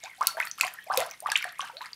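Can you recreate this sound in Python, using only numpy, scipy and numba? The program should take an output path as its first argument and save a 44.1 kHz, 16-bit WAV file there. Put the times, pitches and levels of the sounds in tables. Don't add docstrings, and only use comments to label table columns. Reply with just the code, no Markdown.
import sys
import numpy as np
from scipy import signal
from scipy.fft import rfft, irfft
from scipy.io import wavfile
from numba import njit

SR = 44100
rng = np.random.default_rng(int(sys.argv[2]) if len(sys.argv) > 2 else 0)


def transcribe(u):
    v = np.clip(np.atleast_2d(u).T, -1, 1)
    q = np.round(v * 32767).astype(np.int16)
    wavfile.write(sys.argv[1], SR, q)


def gain_from_db(level_db):
    decades = np.asarray(level_db, float) / 20
    return 10 ** decades


N = 85995


def band(x, hz, octaves):
    edges = np.clip(hz * 2 ** (np.array([-octaves, octaves]) / 2), 20, SR * 0.45)
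    return signal.sosfilt(signal.butter(2, edges, "bandpass", fs=SR, output="sos"), x)


def unit(x):
    return x / np.sqrt(np.mean(x ** 2))


def add(out, start_s, piece):
    i = max(int(start_s * SR), 0)
    out[i:i + len(piece)] += piece[:N - i]


def blur(count, width_hz):
    settle = 2000
    low_pass = signal.butter(2, width_hz / 2, fs=SR, output="sos")
    a, b = signal.sosfilt(low_pass, rng.standard_normal((2, count + settle)))[:, settle:]
    return (a + 1j * b) / np.sqrt(2 * width_hz / SR)


@njit
def grains(count, start, hz, size, cycles, rise, rate):
    out = np.zeros(count)
    for k in range(len(start)):
        n, phase = cycles[k] * rate / hz[k], 0.
        for j in range(min(int(2 * n), count - start[k])):
            phase += 2 * np.pi * min(hz[k] * (1 + rise[k] * j / n) / rate, 0.45)
            attack = 1 - np.exp(-j * 3 * hz[k] / rate)
            out[start[k] + j] += size[k] * np.exp(-3.45 * j / n) * attack * np.sin(phase)
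    return out


def ring(start_s, pitch_hz, level_db, cycles, rise):
    start = (start_s * SR).astype(np.int64)
    return grains(N, start, 1. * pitch_hz, gain_from_db(level_db), cycles + 0 * pitch_hz, rise + 0 * pitch_hz, 1. * SR)


# pitch_hz [Hz], level_db [dB per Hz]
HUM_SPECTRUM = [
    (15, -33),
    (25, -7),
    (2500, -4),
    (4800, -10),
    (7310, -13),
    (11600, -9),
    (16000, -22),
]


def hum():
    f = np.maximum(np.fft.rfftfreq(N, 1 / SR), 1)
    hz, level_db = np.array(HUM_SPECTRUM).T
    colour = gain_from_db(np.interp(np.log(f), np.log(hz), level_db))
    return unit(irfft(rfft(rng.standard_normal(N)) * colour, N)) * gain_from_db(-63)


# start_s [s], length_s [s], strength_db [dB],
# depth_octaves [octaves the bubbles sink], spray_db [dB]
SURGES = [(0.03, 0.025, -44, -0.47, 0.1), (0.21, 0.043, -38, 0.14, .1), (.27, .03, -40, .1, .1),
          (0.371, 0.082, -41, -0.24, .1), (0.575, 0.03, -41, -.3, .1), (.61, .06, -35, -.2, .1),
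          (0.716, 0.03, -51, -0.33, .1), (.915, 0.04, -34, 0.58, -2), (.96, .058, -31, .3, .1),
          (1.075, 0.045, -50, 0.094, .1), (1.262, .065, -37, -0.1, -4), (1.352, .035, -32, -.7, -8),
          (1.42, .07, -42, -.2, -5), (1.59, 0.085, -42, 0.034, .1), (1.805, 0.055, -44, -0.19, .1)]


def stirring():
    rise_s, fall_s = 0.008, 0.016
    trickle_power, trickle_depth, trickle_spray_db = gain_from_db(2 * -57), -0.7, 6
    t = np.arange(N) / SR
    start_s, length_s, strength_db, depth, spray_db = np.array(SURGES).T[:, :, None]
    attack = np.clip((t - start_s) / rise_s, 0, 1) ** 2
    decay = np.exp(-np.maximum(t - start_s - length_s, 0) / fall_s)
    power = gain_from_db(2 * strength_db) * attack * decay
    total = power.sum(0) + trickle_power
    mean_depth = ((power * depth).sum(0) + trickle_power * trickle_depth) / total
    mean_spray_db = ((power * spray_db).sum(0) + trickle_power * trickle_spray_db) / total
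    return 10 * np.log10(total), mean_depth, mean_spray_db


def rumble():
    hz, octaves = 137, 1.98
    strength_db, depth, _ = stirring()
    low = unit(band(band(rng.standard_normal(N), hz, octaves), hz, octaves))
    return low * (gain_from_db(-31.5 + strength_db + 8 * depth) + gain_from_db(-77))


def swarm(count, hz, octaves, cycles, scatter_db, depth):
    luck = np.clip(rng.standard_normal((count, 4)), -2.2, 2.2)
    at = (rng.random(count) * (N - 1)).astype(int)
    strength_db, stir_depth, _ = stirring()
    pitch_hz = np.clip(hz * 2 ** (octaves * luck[:, 0] - depth * stir_depth[at]), 300, 16000)
    level_db = scatter_db * luck[:, 3]
    overlap = np.mean(gain_from_db(2 * level_db) * cycles / pitch_hz) * count / (N / SR) / 14
    level_db = level_db - 10 * np.log10(overlap) + strength_db[at]
    return ring(at / SR, pitch_hz, level_db, cycles * 2 ** (0.5 * luck[:, 1]), 0.2 + 0.26 * luck[:, 2])


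def slosh():
    strength_db, _, spray_db = stirring()
    small = gain_from_db(-3) * swarm(count=1100, hz=1500, octaves=0.603, cycles=14.2, scatter_db=5, depth=1)
    froth = gain_from_db(-12.5) * swarm(count=1500, hz=2900, octaves=0.45, cycles=11, scatter_db=5.5, depth=0)
    fizz = gain_from_db(-12) * swarm(count=2000, hz=7600, octaves=0.665, cycles=11, scatter_db=7, depth=0)
    flicker = gain_from_db(4.0 * unit(band(rng.standard_normal(N), 70, 3)))
    spray = gain_from_db(-20) * unit(band(rng.standard_normal(N), 5500, 2.4) * flicker)
    return small + froth + gain_from_db(spray_db) * (fizz + spray * gain_from_db(strength_db))


# start_s [s], length_s [s], first_hz [Hz], last_hz [Hz], level_db [dB]
HOLLOW_WHISTLES = [(0, .045, 2250, 2250, -52), (.045, .035, 2300, 2450, -42), (.075, .085, 2300, 1850, -50),
                   (.02, .045, 3700, 3600, -52), (.745, .025, 1000, 1600, -52),
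                   (.765, .055, 1750, 1850, -44), (.79, .06, 2900, 3300, -56),
                   (1.105, .05, 2500, 1900, -47), (1.475, .04, 1250, 2100, -45),
                   (1.51, .05, 1800, 1800, -50), (1.55, .04, 2000, 2250, -47),
                   (1.655, .03, 3100, 2600, -46), (1.665, .04, 1300, 1250, -45),
                   (1.77, .03, 4400, 4300, -46)]


def hollows():
    width_hz, edge = 260, 0.25
    out = np.zeros(N)
    for start_s, length_s, first_hz, last_hz, level_db in HOLLOW_WHISTLES:
        u = np.linspace(0, 1, int(length_s * SR))
        phase = 2 * np.pi * np.cumsum(first_hz + (last_hz - first_hz) * u) / SR
        shape = np.clip(np.minimum(u, 1 - u) / edge, 0, 1)
        whistle = np.real(blur(len(u), width_hz) * np.exp(1j * phase))
        add(out, start_s, gain_from_db(level_db) * shape * whistle)
    return out


# start_s [s], length_s [s], first_hz [Hz], last_hz [Hz], peak_db [dB]
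AIR_POCKETS = [(0.035, 0.018, 640, 820, -40), (0.056, 0.026, 814, 1110, -43),
               (0.181, 0.035, 726, 1080, -49.5), (.209, 0.014, 985, 1330, -18.5),
               (0.345, 0.017, 630, 650, -41.5), (.370, 0.017, 652, 670, -29.5),
               (0.377, 0.023, 902, 990, -33), (0.375, 0.018, 1264, 2330, -40),
               (0.403, 0.021, 1242, 2310, -28), (0.634, .013, 1865, 2840, -27),
               (.866, 0.023, 614, 870, -40.5), (0.869, 0.021, 2403, 1980, -51),
               (0.899, 0.024, 1082, 1675, -26), (.900, 0.019, 670, 1284, -25),
               (0.929, 0.017, 760, 900, -27.5), (1.3565, .006, 2600, 3700, -15),
               (1.008, .018, 700, 620, -27), (.975, 0.016, 514, 514, -19), (0.996, 0.022, 543, 773, -28.5),
               (1.030, 0.014, 474, 546, -40), (1.075, 0.037, 888, 2240, -48),
               (1.223, .038, 607, 1174, -38.5), (1.734, 0.059, 497, 710, -47),
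               (1.807, 0.02, 908, 1083, -35)]


def pockets():
    attack_s, close_s, fade_db, bend, flutter_db = 0.0008, 0.001, -2, 1.478, 2.5
    out = np.zeros(N)
    flutter = unit(band(rng.standard_normal(N), 125, 1.35))
    for start_s, length_s, first_hz, last_hz, peak_db in AIR_POCKETS:
        t = np.arange(int((length_s + 0.0102) * SR)) / SR
        u = np.clip(t / length_s, 0, 1)
        shape = np.clip(t / attack_s, 0, 1) * np.exp(-np.maximum(t - length_s, 0) / close_s)
        wobble = np.resize(flutter[int(start_s * SR):], len(t))
        glide_hz = first_hz + (last_hz - first_hz) * u ** bend
        phase = 2 * np.pi * np.cumsum(glide_hz * (1 + 0.01 * wobble[::-1])) / SR
        level = gain_from_db(peak_db + fade_db * u + flutter_db * wobble)
        add(out, start_s, level * shape * np.sin(phase))
    return out


# start_s [s], peak_db [dB], pitch_hz [Hz]
DROPLETS = [(0.0377, -25.5, 6700), (0.453, -26.5, 12300), (0.5136, -18.5, 6050), (0.6498, -22.5, 8700),
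            (0.6665, -25.5, 4720), (0.7385, -26, 11900), (0.8419, -36, 11700), (0.9307, -30, 8990),
            (0.9382, -24.5, 5060), (1.064, -28, 10900), (1.092, -39, 4530), (1.1115, -25, 5940),
            (1.2036, -26, 8930), (1.3017, -22, 4830), (1.3634, -17, 7200), (1.5237, -34, 11400),
            (1.5924, -28, 9300), (1.6064, -30.5, 8870), (1.615, -24, 5980), (1.769, -26, 3950),
            (1.816, -31, 3920), (1.8584, -33.5, 4540), (1.932, -24, 4670)]


def droplets():
    start_s, peak_db, pitch_hz = np.array(DROPLETS).T
    out = ring(start_s, pitch_hz, peak_db, 22, 0.018)
    t = np.arange(400) / SR
    for start_s, peak_db, pitch_hz in DROPLETS:
        noise = rng.standard_normal(len(t)) * np.exp(-t / 0.0032)
        tick = band(band(noise, pitch_hz * 0.58, 1.2), pitch_hz * 2.2, 2.8)
        add(out, start_s, gain_from_db(peak_db - 7) * tick)
    return out


# start_s [s], pitch_hz [Hz], peak_db [dB], cycles [count to fade 30 dB]
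SINGLE_BUBBLES = [(0.056, 3600, -36, 22), (0.974, 2430, -17, 10), (1.301, 2320, -24, 8),
                  (1.47, 700, -32, 16), (1.583, 2300, -35, 10), (.228, 910, -18, 6.7),
                  (0.235, 1500, -16.5, 5.5), (.370, 1550, -24.5, 16), (0.402, 2000, -8, 10.4),
                  (.427, 2450, -21.5, 30), (.446, 1243, -32.5, 20), (.471, 1800, -22, 8.5),
                  (0.584, 1280, -31, 19), (.599, 1460, -22, 4.6), (0.61, 2468, -7, 16),
                  (0.634, 1012, -17.5, 15), (.678, 1785, -23, 13.6), (0.787, 1780, -32, 24),
                  (1.26, 1137, -15, 17), (1.27, 1830, -24, 13), (1.288, 841, -17.5, 9.6),
                  (1.319, 1600, -18.5, 30), (1.356, 2315, -8, 16), (.944, 1000, -23, 9),
                  (.954, 780, -21, 9), (.962, 950, -20, 9), (1.643, 900, -31, 14), (1.426, 2210, -20, 21),
                  (1.442, 1720, -16.5, 13), (1.452, 710, -27.5, 16.3), (1.594, 1095, -20, 21.3),
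                  (1.607, 3000, -14.5, 7.7), (1.621, 1500, -24, 8.3), (1.698, 900, -31, 21),
                  (1.809, 1610, -23, 4.8), (1.858, 2050, -35, 22)]


def bubbles():
    start_s, pitch_hz, peak_db, cycles = np.array(SINGLE_BUBBLES).T
    return ring(start_s, pitch_hz, peak_db, cycles, 0.098)


# pitch_hz [Hz], level_db [dB], t60_s [s]
BASIN_MODES = [
    (1349, 2.5, 0.099),
    (3300, -10, 0.08),
    (4430, -2, 0.19),
    (5520, -8, 0.06),
    (7800, -20, 0.06),
    (9400, -20, 0.06),
]
# start_s [s], peak_db [dB], centre_hz [Hz], ring_db [dB of basin ring]
GLAZE_SPLASHES = [(0.21, -30, 5000, -9), (0.2701, -2, 9000, -4), (0.3999, -26.5, 4000, -22),
                  (0.472, -27, 2500, 3), (0.578, -39, 4000, -4), (0.6105, -9, 4500, -9),
                  (0.9737, -5.5, 7500, -9), (1.003, -14.5, 5000, -4), (1.3178, -11, 3800, -5),
                  (1.357, -33, 3000, -9), (1.375, -20, 4000, -27), (1.423, -37, 6000, 4),
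                  (1.4431, -25.5, 5000, 1)]


def splashes():
    crack_s, hiss_s = 0.00083, 0.018
    out, t = np.zeros(N), np.arange(int(0.3 * SR)) / SR
    rise = np.clip(t / 0.0011, 0, 1)
    for start_s, peak_db, centre_hz, ring_db in GLAZE_SPLASHES:
        crack = band(rng.standard_normal(len(t)) * rise * np.exp(-t / crack_s), centre_hz, 2.7)
        hiss = unit(band(rng.standard_normal(len(t)), 5000, 2.5)) * rise * np.exp(-t / hiss_s)
        tone = np.zeros(len(t))
        for pitch_hz, level_db, t60_s in BASIN_MODES:
            wave = (0.6 + blur(len(t), 70)) * np.exp(2j * np.pi * pitch_hz * t)
            tone += gain_from_db(level_db) * 1000 ** (-t / t60_s) * np.real(wave)
        splash = crack / np.abs(crack).max() + gain_from_db(-33) * hiss + gain_from_db(-22 + ring_db) * tone
        add(out, start_s, gain_from_db(peak_db) * splash)
    return out


# start_s [s], peak_db [dB], centre_hz [Hz]
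GLAZE_TICKS = [(.2274, -28, 5100), (.229, -32, 6600), (.3691, -38, 11400), (.378, -40, 11500),
               (.391, -42, 13500), (.401, -30, 14000), (.4125, -31, 10000), (.4364, -41, 10200),
               (.447, -38, 4600), (.4525, -27, 8500), (.465, -33, 11500), (.482, -34, 14000),
               (.497, -40, 13000), (.5835, -35, 12500), (.591, -36, 8500), (.5995, -31, 7500),
               (.630, -28, 7000), (.668, -30, 9000), (.680, -32, 5600), (.912, -36, 3400),
               (.945, -34, 6200), (.9607, -27, 7520), (.995, -27, 2500), (1.0135, -28, 2500),
               (1.101, -39, 6500), (1.1114, -32, 14300), (1.137, -38, 4200), (1.205, -31, 13000),
               (1.2245, -37, 11000), (1.270, -36, 9000), (1.301, -34, 11000), (1.388, -31, 9000),
               (1.4242, -31, 11900), (1.426, -32, 4700), (1.4411, -30, 9000), (1.492, -35, 4300),
               (1.587, -36, 9500), (1.676, -41, 4800), (1.8577, -36, 7850)]


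def ticks():
    out, t = np.zeros(N), np.arange(400) / SR
    for start_s, peak_db, centre_hz in GLAZE_TICKS:
        tick = band(rng.standard_normal(len(t)) * np.exp(-t / 0.0012), centre_hz, 0.6)
        add(out, start_s, gain_from_db(peak_db) * tick / np.abs(tick).max())
    return out


def room(x):
    t60_s, treble_hz = 0.22, 5000
    t = np.arange(int(0.5 * SR)) / SR
    noise = rng.standard_normal(len(t))
    low = signal.sosfilt(signal.butter(1, treble_hz, fs=SR, output="sos"), noise)
    tail = low * 1000 ** (-t / t60_s) + (noise - low) * 1000 ** (-t / (0.2 * t60_s))
    tail *= t > 0.001
    return signal.fftconvolve(x, tail / np.sqrt(np.sum(tail ** 2)))[:N]


def scene():
    water = slosh() + hollows() + pockets() + droplets() + bubbles() + splashes() + ticks()
    water = signal.sosfilt(signal.butter(2, 535, "highpass", fs=SR, output="sos"), water)
    return (water + gain_from_db(-12) * room(water) + rumble() + hum())[None]


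def band_limit(x):
    return signal.sosfilt(signal.butter(12, 17150, fs=SR, output="sos"), x)


def record(dry):
    mix = signal.sosfilt(signal.cheby1(10, 0.5, 15600, fs=SR, output="sos"), dry)
    return band_limit(mix)


dry = scene()
out = record(dry)
transcribe(out)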